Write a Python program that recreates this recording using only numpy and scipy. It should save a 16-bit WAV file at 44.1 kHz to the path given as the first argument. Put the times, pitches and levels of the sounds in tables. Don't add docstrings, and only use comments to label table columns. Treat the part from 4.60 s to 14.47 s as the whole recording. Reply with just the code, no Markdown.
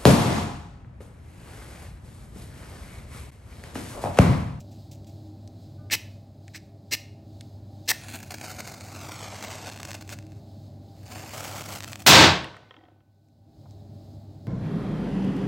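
import sys
import numpy as np
from scipy import signal
from scipy.fft import rfft, irfft, next_fast_len
from scipy.io import wavfile
from scipy.ndimage import uniform_filter1d, minimum_filter1d

SR = 44100
rng = np.random.default_rng(int(sys.argv[2]) if len(sys.argv) > 2 else 0)


def to_wav(s):
    ch = np.atleast_2d(s).T
    pcm = np.round(np.clip(ch, -1, 1) * 32767)
    wavfile.write(sys.argv[1], SR, pcm.astype(np.int16))


def field_ratio(decibels):
    return 10 ** (np.asarray(decibels, dtype=float) / 20)


N = 435266

# (frequency [Hz], t60 [s])
ROOM = [(60, 0.92), (150, 0.48), (500, 0.51), (1500, 0.48), (4000, 0.43), (8000, 0.33), (14000, 0.28)]
# (frequency [Hz], level [dB per Hz])
CLICK = [(250, -13), (500, 0.5), (2000, 3.5), (8200, -1.5), (9200, -14), (16000, -12.5)]


def evened(x):
    return x / np.sqrt(np.mean(x ** 2) + 1e-20)


def read(points, hz):
    f, value = np.transpose(points)
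    return np.interp(np.log(hz + 1), np.log(f + 1), value)


def add(mix, s, sound):
    part = mix[round(s * SR):][:len(sound)]
    part += sound[:len(part)]


def colour(x, spectrum):
    hz = abs(np.fft.fftfreq(8192, 1 / SR))
    log_gain = np.log(field_ratio(np.maximum(read(spectrum, hz), -90)))
    taps = np.fft.ifft(np.exp(np.conj(signal.hilbert(log_gain)))).real[:4096]
    return signal.oaconvolve(x, taps)[:len(x)]


def resonate(x, hz, width_hz, times=1):
    pole = np.exp((2j * np.pi * hz - np.pi * width_hz) / SR)
    for _ in range(times):
        x = 2 * signal.lfilter([1 - abs(pole)], [1, -pole], x).real
    return x


def highpass(x, order, hz):
    return signal.sosfilt(signal.butter(order, hz, "high", fs=SR, output="sos"), x)


def wander(size, span):
    return evened(uniform_filter1d(uniform_filter1d(rng.standard_normal(size), span), span))


def tail(length_s, spectrum, longer=1):
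    hz, t, z = signal.stft(rng.standard_normal(round(length_s * SR)), SR, nperseg=512)
    decay_db = 60 * t / (longer * read(ROOM, hz)[:, None])
    z = z * field_ratio(read(spectrum, hz)[:, None] - decay_db)
    out = signal.istft(z, SR, nperseg=512)[1]
    return out / np.linalg.norm(out)


def ticks(rows, ring_db, spectrum):
    out, t = np.zeros(N), np.arange(2000) / SR
    for s, db, hz, t60_s in rows:
        pulse = field_ratio(-19.0 - 60 * t / 0.0011) * rng.standard_normal(len(t))
        pulse[8] = -1
        click = colour(pulse, spectrum)
        click = click / abs(click).max()
        ring = resonate(resonate(rng.standard_normal(len(t)), hz, 0.36 * hz), hz, 0.5 * hz)
        ring = evened(ring) * field_ratio(ring_db - 60 * t / max(t60_s, 0.002))
        add(out, s + 0.0011, field_ratio(db) * (click + ring))
    return out


def hum():
    # (frequency [Hz], level [dB per Hz])
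    rumble_spectrum = [(15, -78), (25, -45), (39, -16), (64, -11), (80, -5), (102, -2.5), (173, -11.5),
                       (317, -14), (441, -34.5), (573, -20), (798, -28.5), (840, -34.5), (1600, -57.5),
                       (2080, -80), (3520, -120)]
    # (frequency [Hz], level [dB per Hz])
    vent_spectrum = [(1000, -14.5), (2000, -23), (3200, -8.5), (3900, 0.5), (5200, -2), (5700, -12.5),
                     (6300, -8), (8300, -12), (9200, -19.5), (15500, -14)]
    # (frequency [Hz], width [Hz], level [dB])
    fan_lines = [(100.5, 3.7, -59), (139, 2.9, -54.5), (206, 12, -59), (243, 8, -59.5), (314, 6.8, -58),
                 (405, 7, -64.5), (580, 8, -66.5), (608, 10, -68), (671, 6.5, -66), (788, 10, -65),
                 (876, 10, -76.5)]
    rumble_db, mains_hz, mains_db = -46.5, 99.4, -46
    vent_db, fade_db_per_s = -64.5, -0.03
    cycle_s, dip_s, dip_db, dip_sharpness = 0.444, 1.724, -5, 3.0

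    size = next_fast_len(N, True)
    hz, t = np.fft.rfftfreq(size, 1 / SR), np.arange(N) / SR

    def steady_noise(spectrum):
        return evened(irfft(rfft(rng.standard_normal(size)) * field_ratio(read(spectrum, hz)), size)[:N])

    rumble = field_ratio(rumble_db) * steady_noise(rumble_spectrum)
    fan = sum(field_ratio(db) * evened(resonate(rng.standard_normal(N), f, w)) for f, w, db in fan_lines)
    mains = field_ratio(mains_db) * np.sqrt(2) * np.sin(2 * np.pi * mains_hz * t)
    flutter = abs(np.cos(np.pi * (t - dip_s) / cycle_s)) ** dip_sharpness
    swell_db = vent_db + fade_db_per_s * t + dip_db * flutter + 0.98 * wander(N, 2500)
    return rumble + fan + mains + field_ratio(swell_db) * steady_noise(vent_spectrum)


def brushes():
    # (time [s], level [dB], t60 [s])
    touches = [
        (0.001, -47, 0.075),
        (0.11, -59, 0.42),
        (0.31, -49, 0.21),
        (0.465, -56, 0.27),
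        (3.255, -55, .2),
    ]
    # (frequency [Hz], level [dB per Hz])
    spectrum = [(1200, -34), (2400, -5.5), (4500, -4), (7500, -2.5), (9200, -14), (15500, -11.5)]
    out, t = np.zeros(N), np.arange(SR // 2) / SR
    for s, db, t60_s in touches:
        grain = rng.standard_normal(len(t)) * field_ratio(2.5 * wander(len(t), 60))
        grain = evened(colour(grain, spectrum))
        add(out, s, field_ratio(db - 60 * t / t60_s) * np.minimum(t / 0.0048, 1) * grain)
    return out


def snaps():
    # (time [s], peak [dB], pitch [Hz], t60 [s])
    events = [(0.4444, -46, 4170, 0.02), (0.8748, -38, 5000, 0.022), (1.3362, -10, 2450, 0.036),
              (1.8795, -33, 1940, 0.027), (2.3353, -9, 4500, .012), (2.3272, -19, 5000, .01),
              (1.3325, -16, 2000, 0.011), (3.3012, -13, 8000, 0.011), (3.3062, -10, 8500, .006),
              (2.808, -29.5, 4420, 0.0099), (3.2897, -6, 5000, 0.011), (2.8086, -34, 2110, .024),
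              (2.8091, -34, 8400, 0.012), (7.8424, -25, 9000, .02), (7.9663, -30, 7700, .015),
              (8.685, -43, 2100, .01), (9.108, -45, 5500, .012)]
    # (frequency [Hz], level [dB per Hz])
    spectrum = [(500, -24), (1800, -4), (8200, 2.5), (9200, -13), (16000, -17)]
    return ticks(events, -9.5, spectrum)


def rings():
    # (time [s], frequency [Hz], level [dB], t60 [s])
    tones = [
        (1.185, 1200, -61, .7),
        (1.178, 1495, -63, .6),
        (7.47, 1502, -22, 1.45),
        (7.47, 1511, -33, 1.1),
    ]
    out, t = np.zeros(N), np.arange(2 * SR) / SR
    for s, hz, db, t60_s in tones:
        add(out, s, field_ratio(db - 60 * t / t60_s) * np.sin(2 * np.pi * hz * t) * np.minimum(t / 0.012, 1))
    return out


def head_touches():
    # (time [s], peak [dB], pitch [Hz], t60 [s])
    events = [
        (1.945, -37.5, 1860, 0.11),
        (1.2988, -38, 2200, 0.045),
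        (1.3078, -34, 1900, .04),
        (3.3135, -21, 800, 0.017),
        (1.333, -21, 2600, .05),
        (1.336, -25, 5700, .04),
        (2.322, -25, 5700, .03),
    ]
    return ticks(events, 0, CLICK)


def strokes():
    # (start [s], length [s], scrape [dB], treble at full speed [dB], drop at lift-off [dB])
    scrapes = [
        (1.307, 0.051, -20, -4.5, -10),
        (1.935, 0.047, -37, -9.5, -11),
        (2.309, 0.046, -20.5, -6.5, -7.5),
        (3.276, 0.042, -20.5, -2.5, -1),
    ]
    # (frequency [Hz], level [dB per Hz])
    grit_spectrum = [(120, -50), (200, -0.5), (1080, -11.5), (1450, -18), (2170, -0.5), (3130, -3.5),
                     (5520, -7), (7270, -3.5), (7970, -8), (9230, -9.5), (16000, -11.5)]
    # (frequency [Hz], width [Hz], level [dB])
    box_modes = [(1776, 172, 9), (2140, 150, 4.5), (2620, 300, 0), (4170, 450, 4), (5030, 370, 6),
                 (5660, 390, 3), (7940, 633, 0.5)]
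    start_db, peak_share, slow_treble_db = -19, 0.54, -10.5
    body_spectrum = grit_spectrum[:-2] + [(10000, -33.5)]
    out = np.zeros(N)
    for start_s, length_s, top_db, bright_db, end_db in scrapes:
        s = start_s + length_s * np.array([0, peak_share / 2, peak_share, 1])
        db = top_db + np.array([start_db, 0.194 * start_db, 0, end_db])
        treble_db = bright_db + slow_treble_db * np.array([0.78, 0.55, 0.077, 0.054])
        t = np.arange(s[0], s[-1], 1 / SR)
        grit = rng.standard_normal(len(t)) * field_ratio(0.95 * wander(len(t), 20))
        box = sum(field_ratio(g) * resonate(grit, f, w) for f, w, g in box_modes)
        body = evened(colour(0.28 * grit + box, body_spectrum))
        treble = evened(resonate(grit, 13460, 6600, 2)) * field_ratio(np.interp(t, s, treble_db))
        fade = signal.windows.tukey(len(t), 0.08)
        add(out, s[0], field_ratio(np.interp(t, s, db)) * (body + treble) * fade)
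    return out


def knocks():
    # (time [s], peak [dB], frequency [Hz], t60 [s])
    events = [(1.3345, -22, 2670, .03), (1.35, -17, 2070, 0.015), (2.337, -18, 2850, 0.026),
              (3.3146, -8.5, 1800, 0.0091), (3.3175, -13, 1920, 0.016), (1.339, -22.5, 2280, .025),
              (8.03, -38, 2100, .03), (8.054, -39, 2100, .03), (8.073, -43, 2100, .03),
              (8.189, -38, 1950, .03), (8.212, -36, 740, .04), (8.241, -40, 720, .04),
              (8.256, -43, 740, .03), (8.286, -32, 720, .04), (8.302, -43, 740, .03)]
    out, t = np.zeros(N), np.arange(3000) / SR
    for s, db, hz, t60_s in events:
        add(out, s, field_ratio(db - 60 * t / t60_s) * np.sin(2 * np.pi * hz * t) * np.minimum(t / 0.0008, 1))
    return out


def drawer():
    # (time [s], level [dB], frequency [Hz], width [Hz], t60 [s])
    hollow_ring = (1.35, -45.5, 2519, 419, 0.2)
    s, db, hz, width_hz, t60_s = hollow_ring
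    out, t = np.zeros(N), np.arange(SR // 2) / SR
    ring = evened(resonate(rng.standard_normal(len(t)), hz, width_hz, 2))
    add(out, s, field_ratio(db - 60 * t / t60_s) * np.minimum(t / 0.01, 1) * ring)
    return out


def notch(x, hz, depth, width_hz):
    turn = np.exp(2j * np.pi * np.cumsum(hz) / SR)
    r = np.exp(-np.pi * width_hz / SR)
    return x - depth * 2 * (turn * signal.lfilter([1 - r], [1, -r], x / turn)).real


def bounced(x):
    # (time [s], extra path [ms], strength [0-1])
    paths = [
        [(3.6, 1.18, .35), (3.78, 1.2, .35), (3.9, 1.38, .35), (4.25, 1.36, .2), (4.34, .75, .4),
         (4.45, .83, .55), (4.55, .9, .55), (4.7, .94, .35), (4.8, .97, .2), (5.1, 1.14, .3), (6.72, 1.1, .2),
         (6.8, .9, .1), (7.15, .92, .15), (7.25, 1.15, .2)],
        [(4.3, .45, .3), (4.45, .5, .05), (6.4, .43, .3), (6.7, .43, .3), (6.76, .43, 0)],
        [(4.4, 1.5, 0), (4.6, 1.68, .25), (4.9, 1.88, .2), (5.5, 1.92, .2), (7.1, 1.62, 0), (7.3, 1.62, .25)],
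    ]
    # (time [s], notch frequency [Hz], depth [0-1])
    shadow = [(3.58, 5400, 0.65), (3.64, 3830, 0.4), (3.85, 3660, 0.63), (3.97, 3200, 0.57),
              (4.2, 3150, 0.73), (4.36, 3400, 0.6), (4.46, 3800, 0.4), (4.6, 3820, 0.3)]
    t, out = np.arange(N) / SR, x
    for path in paths:
        s, ms, strength = np.transpose(path)
        delay_s = np.interp(t, s, ms) / 1000
        out = out + np.interp(t, s, strength) * np.interp(t - delay_s, t, x)
    s, hz, depth = np.transpose(shadow)
    return notch(out, np.interp(t, s, hz), np.clip(np.interp(t, s, depth), 0, 1), 1300)


def flames():
    # (time [s], steady hiss [dB], unsteadiness [dB])
    burns = [
        [(3.33, -68, -8), (3.44, -45, 1.5), (3.54, -52.5, 3), (3.74, -54.5, 2.5), (3.88, -42.5, 3),
         (4.14, -48, 1.5), (4.45, -44, 1.5), (4.78, -43.5, 2.5), (4.92, -40, 2), ],
        [(4.92, -41, -2.5), (5.095, -43, 4), (5.11, -52.5, 4.5), (5.35, -49.5, 1), (5.43, -63.5, 4),
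         (5.518, -54.5, 1), (5.652, -73, -6), (5.8, -67, 0)],
        [(6.35, -72, 3.5), (6.45, -59, 5.5), (6.51, -46.5, 2), (6.72, -45, 2.5), (6.745, -39, 1.2),
         (7.022, -41, 3), (7.028, -55, 1), (7.04, -43, 3), (7.16, -37, 2), (7.19, -44, 2.5)],
        [(7.19, -51, 3.5), (7.305, -48, 3.5), (7.335, -49, 2), (7.37, -60, 1.5), (7.43, -55.5, 3.5),
         (7.46, -66, 1)],
    ]
    # (frequency [Hz], level [dB per Hz])
    hiss_spectrum = [(120, -31), (200, -2), (473, -11), (749, -1.5), (916, -13), (1370, -3), (1840, -11.5),
                     (2130, -7), (7970, -12), (9230, -20.5), (16000, -21.5)]
    # (time [s], peak [dB], length [s])
    head_puffs = [(3.483, -28.5, 0.055), (3.536, -22, 0.034), (3.588, -31, 0.0034), (3.601, -31, 0.0045),
                  (3.627, -21, 0.0087), (3.705, -15.5, 0.008), (3.714, -24.5, 0.017), (3.7397, -19, 0.0097),
                  (3.809, -28, 0.011), (3.835, -25, 0.019), (3.878, -33, 0.0057), (3.911, -25, 0.009),
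                  (3.9419, -39, 0.011), (3.985, -23.5, 0.019), (4.066, -26.5, 0.027), (4.115, -28, 0.012),
                  (4.137, -26, 0.011), (4.2065, -38, 0.0057), (4.514, -34, 0.0096), (4.614, -32, .008),
                  (4.843, -28, 0.011), (4.917, -33, .006), (4.935, -27, 0.005), (5.12, -32, .006),
                  (5.129, -34, 0.0039), (5.273, -32, .004), (4.625, -29.5, 0.038), (4.737, -34, 0.018),
                  (4.824, -27, 0.016), (5.061, -30, 0.031), (5.249, -21, 0.0076), (5.28, -27.5, 0.021),
                  (5.342, -22, 0.013), (5.408, -25.5, 0.0089), (5.42, -27, 0.007), (5.113, -34, 0.015),
                  (5.157, -32.5, 0.011), (5.197, -28.5, .008), (5.494, -27, 0.043), (5.522, -21.5, 0.018)]
    # (time [s], peak [dB], length [s])
    fuse_puffs = [(6.461, -34.5, 0.0098), (6.515, -30, 0.011), (6.592, -30, 0.0052), (6.6593, -31, 0.0073),
                  (6.733, -26, 0.02), (6.843, -23, 0.014), (7.277, -28.5, 0.005), (7.39, -33.5, 0.028),
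                  (7.419, -31.5, .009), (6.777, -29, .012), (7.295, -32.5, .006), (7.318, -30, .01)]
    # (time [s], level [dB])
    roar_curve = [(3.4, -5), (3.8, 5), (4.5, 9.5), (5.3, 10.5), (5.55, 2.5), (6.5, 10.5), (6.8, 8),
                  (6.94, 9), (7.14, 8.5), (7.2, 2.5)]
    # (time [s], treble [dB])
    aim_curve = [(3.4, 5), (4.7, -1.5), (5.0, -1.5), (5.3, -1), (6.5, 4), (6.8, 3), (7.2, 4)]
    sparks_per_s = 400

    t = np.arange(N) / SR
    level, unsteady_db = np.zeros(N), np.zeros(N)
    for rows in burns:
        s, db, sputter_db = np.transpose(rows)
        on = (t > s[0]) & (t < s[-1])
        level[on] = field_ratio(np.interp(t[on], s, db))
        unsteady_db[on] = np.interp(t[on], s, sputter_db)
    level *= field_ratio(1.6 * wander(N, 250) + 0.98 * wander(N, 25))
    chop_db = unsteady_db * wander(N, 70)

    u = np.arange(4000) / SR
    for s, db, length_s in head_puffs + fuse_puffs:
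        stop = np.exp(-(u / max(length_s, 0.003)) ** 3.5)
        add(level, s, field_ratio(db - 16.5) * np.minimum(u / 0.0022, 1) * stop)

    spark_size = field_ratio(4.3 * np.minimum(rng.exponential(1, N), 4)) * rng.choice([-1, 1], N)
    sparks = (rng.random(N) < sparks_per_s / SR) * spark_size
    hiss = evened(colour(rng.standard_normal(N) + 2.0 * sparks, hiss_spectrum))
    jet = level * field_ratio(chop_db) * hiss
    treble = signal.sosfiltfilt(signal.butter(4, 9000, "high", fs=SR, output="sos"), jet)
    jet = jet + (field_ratio(np.interp(t, *np.transpose(aim_curve))) - 1) * treble

    rumble = evened(resonate(resonate(rng.standard_normal(N), 620, 550), 700, 600))
    roar = field_ratio(np.interp(t, *np.transpose(roar_curve))) * level * rumble
    return bounced(jet) + field_ratio(-14.0 + 1.1 * wander(N, 200)) * roar


def cracks():
    # (time [s], peak [dB], pitch [Hz])
    head_cracks = [(3.6297, -34, 2430), (3.7071, -23, 6710), (3.783, -24, 2500), (3.8118, -21.5, 7940),
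                   (4.2084, -24, 5660), (4.7264, -30, 1200), (5.1422, -31, 2675), (5.1597, -31, 2720),
                   (5.1744, -26, 2090), (5.187, -31, 2530), (5.2006, -38, 2110), (5.23, -16.5, 2060),
                   (5.3063, -21.5, 8430), (5.3145, -18, 2700), (5.341, -28, 7000), (5.3308, -23, 4270),
                   (5.3496, -25, 2090), (5.424, -36, 2690), (5.4764, -31, 1570), (5.4913, -22, 2660),
                   (5.5871, -27.5, 2050), (5.6247, -38, 1570), (5.666, -40.5, 2540), (5.7193, -39.5, 4350)]
    # (time [s], peak [dB], pitch [Hz])
    fuse_spits = [(6.596, -33, 900), (6.8783, -38, 4060), (7.2045, -18, 3100), (7.2237, -24.5, 4490),
                  (7.2325, -23, 3218), (7.2383, -20, 4500), (7.2432, -15, 4346), (7.2773, -28, 3753),
                  (7.2846, -28, 3150), (7.3174, -31, 1810), (7.3235, -26, 1706), (7.3306, -18, 3270),
                  (7.3563, -19.5, 2340), (7.3955, -30, 2968), (7.4025, -31.5, 1620), (7.419, -30.5, 1800)]
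    t60_s = 0.0065
    rows = [row + (t60_s,) for row in head_cracks + fuse_spits]
    return field_ratio(1.5) * bounced(ticks(rows, -15, CLICK))


def pops():
    # (time [s], peak [dB])
    bursts = [(3.705, -30), (3.831, -34), (3.983, -29), (4.447, -33), (4.494, -25), (4.704, -35),
              (4.725, -25), (4.879, -27), (4.989, -34), (5.062, -43), (6.517, -32), (6.559, -29),
              (6.596, -28), (6.639, -28), (6.658, -31), (6.735, -30), (6.752, -32), (6.78, -35),
              (6.841, -36), (6.919, -29), (6.944, -26), (6.984, -38), (7.096, -37), (7.144, -34)]
    # (frequency [Hz], level [dB per Hz])
    spectrum = [(300, -12), (700, 0), (1500, -14.5), (6000, -30.5)]
    pitch_hz, t60_s = 730, 0.022
    rows = [(s - 0.001, db, pitch_hz, t60_s) for s, db in bursts]
    return field_ratio(-5.0) * ticks(rows, 0, spectrum)


def shot():
    # (frequency [Hz], level [dB per Hz])
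    blast_spectrum = [(24, -57.5), (40, -23), (69, -14), (167, -2.5), (256, -6.5), (320, -4.5), (455, -9.5),
                      (896, -4.5), (1240, -8), (4030, -6.5), (8400, -15.5), (8900, -25.5), (16000, -25.5)]
    # (frequency [Hz], level [dB per Hz])
    late_spectrum = [(60, -69), (250, -34), (700, -31), (1500, -41.5), (4000, -40), (8000, -50),
                     (14000, -62.5)]
    # (frequency [Hz], level [dB per Hz])
    early_spectrum = [(2000, -31), (4000, -3), (8000, -6.5), (9200, -7.5), (16000, -3)]
    # (frequency [Hz], level [dB])
    room_modes = [(132, -18), (180, -18), (317, -16.5), (638, -19), (899, -19.5), (963, -18.5),
                  (1097, -18.5), (1571, -19), (3281, -19.5), (3450, -20.5), (3642, -17.5), (3927, -18),
                  (4936, -18), (6441, -21), (7266, -24)]
    shot_s, shot_db, pulse_s = 7.4641, 25.5, 0.00019

    echo = tail(2.0, blast_spectrum)
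    echo = echo + field_ratio(-35.0) * tail(2.0, late_spectrum, longer=2.6)
    echo = echo + field_ratio(-7.5) * tail(2.0, early_spectrum, longer=0.55)
    echo = highpass(echo, 8, 72)
    echo = echo / np.sqrt(np.mean(echo[:2000] ** 2)) * np.minimum(np.arange(len(echo)) / 60, 1)
    t = np.arange(len(echo)) / SR
    for hz, db in room_modes:
        wave = np.sin(2 * np.pi * (hz * t + rng.random())) * np.minimum(t * hz / 2.7, 1)
        echo = echo + field_ratio(db - 60 * t / (1.12 * read(ROOM, hz))) * wave

    out, u = np.zeros(N), np.arange(400) / SR / pulse_s
    add(out, shot_s, 1.1 * np.minimum(u / 0.4, 1) * (1 - u) * np.exp(-0.3 * u ** 2))
    add(out, shot_s + 0.00055, echo)
    return field_ratio(shot_db) * out


def rocks():
    # (time [s], peak [dB], share of high modes [dB])
    events = [(7.8425, -27, -6), (7.943, -33, -14), (7.9658, -31, -14), (8.0293, -41, -14),
              (8.051, -54, -12.5), (8.0714, -61, -5), (8.1085, -30.5, -9.5), (8.1409, -35, -8),
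              (8.1653, -40, -4), (8.1884, -54, -15), (8.2096, -50, -15), (8.2372, -47, -6),
              (8.2524, -50, -12), (8.2626, -51, -18), (8.2836, -49, -6), (8.3014, -55, -12),
              (8.3294, -60, -10), (8.4044, -55, -10)]
    # (frequency [Hz], level [dB], t60 [s])
    cannon_modes = [(497, -3.5, 0.033), (734, -8, 0.058), (1050, -1, 0.033), (1295, 0, 0.034),
                    (1880, 2, 0.028), (2110, -5, 0.029), (2727, 1, 0.017), (3150, 1.5, 0.017),
                    (3410, -6, .014), (5520, -14, .008)]
    out, t = np.zeros(N), np.arange(4000) / SR
    for s, db, high_db in events:
        luck = rng.standard_normal(len(cannon_modes))
        scuff = resonate(rng.standard_normal(len(t)), 2290, 2200)
        scuff = resonate(resonate(scuff, 2300, 2210), 2240, 2200)
        add(out, s, field_ratio(db + 8.0 + 0.5 * high_db - 60 * t / 0.013) * scuff)
        for (hz, mode_db, t60_s), r in zip(cannon_modes, luck):
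            level_db = db + 6.5 + mode_db + 2.4 * r + (high_db + 8.5) * (hz > 2400)
            tone = np.sin(2 * np.pi * hz * (1 + 0.013 * r) * t) * np.minimum(t / 0.001, 1)
            add(out, s, field_ratio(level_db - 60 * t / t60_s) * tone)
    return out


def rattle():
    # (start [s], length [s], level [dB], rate [knocks per s])
    chatter = (8.15, .27, -45.5, 140)
    # (frequency [Hz], width [Hz], level [dB])
    table_modes = [(310, 70, 3), (520, 200, -2), (720, 160, 0)]
    s, length_s, db, rate = chatter
    out, size = np.zeros(N), round(length_s * SR)
    hits = (rng.random(size) < rate / SR) * rng.uniform(-0.58, 1, size)
    hits = hits + 0.02 * rng.standard_normal(size)
    body = sum(field_ratio(g) * evened(resonate(hits, f, w, 2)) for f, w, g in table_modes)
    add(out, s, field_ratio(db) * body * signal.windows.tukey(size, 0.2) * np.linspace(1.2, 0.3, size))
    return out


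def hand_thud():
    # (time [s], level [dB], frequency [Hz], width [Hz], t60 [s])
    landing = (9.056, -45, 720, 700, .05)
    s, db, hz, width_hz, t60_s = landing
    out, t = np.zeros(N), np.arange(4000) / SR
    body = evened(resonate(rng.standard_normal(len(t)), hz, width_hz, 3))
    add(out, s, field_ratio(db - 60 * t / t60_s) * body * np.minimum(t / 0.004, 1))
    return out


def scene():
    near = brushes() + snaps() + head_touches() + strokes() + knocks()
    near = near + flames() + cracks() + pops() + rocks() + rattle() + hand_thud()
    # (frequency [Hz], level [dB])
    walls = [(200, -3), (1000, -5.0), (2100, -6), (2600, -3.5), (3200, -5), (6000, -4.5), (12000, -6.0)]
    wet = np.roll(signal.oaconvolve(near, tail(0.7, walls))[:N], 250)
    mix = near + field_ratio(-17.0) * wet + hum() + rings() + drawer() + shot()
    return np.tile(mix, (2, 1))


def roll_off(x):
    return signal.sosfilt(signal.butter(12, 16960, fs=SR, output="sos"), x)


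def record(dry):
    # (time [s], depth [dB], fall [s], let-go [s], return [s])
    ducks = [
        (1.34, -4, 0.479, 2.58, 1),
        (7.465, -18, 0.18, 8.87, 0.56),
    ]
    # (frequency [Hz], level [dB per Hz])
    preamp_spectrum = [(1000, -21.5), (3500, -4), (6000, 0.5), (9000, -3.5), (15500, 0)]
    # (from [s], to [s])
    dropout_spans = [
        (3.35, 5.1),
        (6.45, 6.72),
        (7.24, 7.33),
    ]
    # (frequency [Hz], level [dB])
    apart = [(3000, -63.5), (7000, -34.5), (12000, -11), (16000, -16.5)]
    preamp_db, low_edge_hz, high_edge_hz = -85.5, 52, 15950

    t = np.arange(N) / SR
    gain_db = -1.0
    for s, db, fall_s, go_s, back_s in ducks:
        fall = 1 - np.exp(-np.maximum(t - s, 0) / fall_s)
        gain_db = gain_db + db * fall / (1 + np.exp(np.minimum(5 * (t - go_s) / back_s, 50)))
    x = dry[0] * field_ratio(gain_db)
    x = x + field_ratio(preamp_db) * evened(colour(rng.standard_normal(N), preamp_spectrum))

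    peak = -minimum_filter1d(-abs(x), size=300, origin=110)
    limit = np.maximum(0.97 * abs(uniform_filter1d(peak, size=40)) ** 0.955, 1)
    x = 1.3 * np.tanh(x / 1.3 / limit)
    x = highpass(x, 3, low_edge_hz)

    hz, t, z = signal.stft(x, SR, nperseg=1024)
    luck, turn = rng.standard_normal((len(t), len(hz), 2)).T
    luck = uniform_filter1d(uniform_filter1d(luck[::9], 2, 0), 9, 1)
    luck = evened(luck).repeat(9, 0)
    busy_db = 10 * np.log10((abs(z[40:200]) ** 2).sum(0) + 1e-12)
    in_span = np.any([(t > a) & (t < b) for a, b in dropout_spans], 0)
    lost = (luck > 0.7) & in_span & (hz[:, None] > 9000) & (busy_db > -55) & (busy_db < -41)
    z = z * np.where(lost, 0, 1) * (hz[:, None] < high_edge_hz)

    side = z * field_ratio(read(apart, hz))[:, None] * np.exp(2j * np.pi * turn)
    stereo = signal.istft(np.array([z + side, z - side]), SR, nperseg=1024)[1][:, :N]
    return roll_off(stereo)


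dry = scene()
out = record(dry)
to_wav(out)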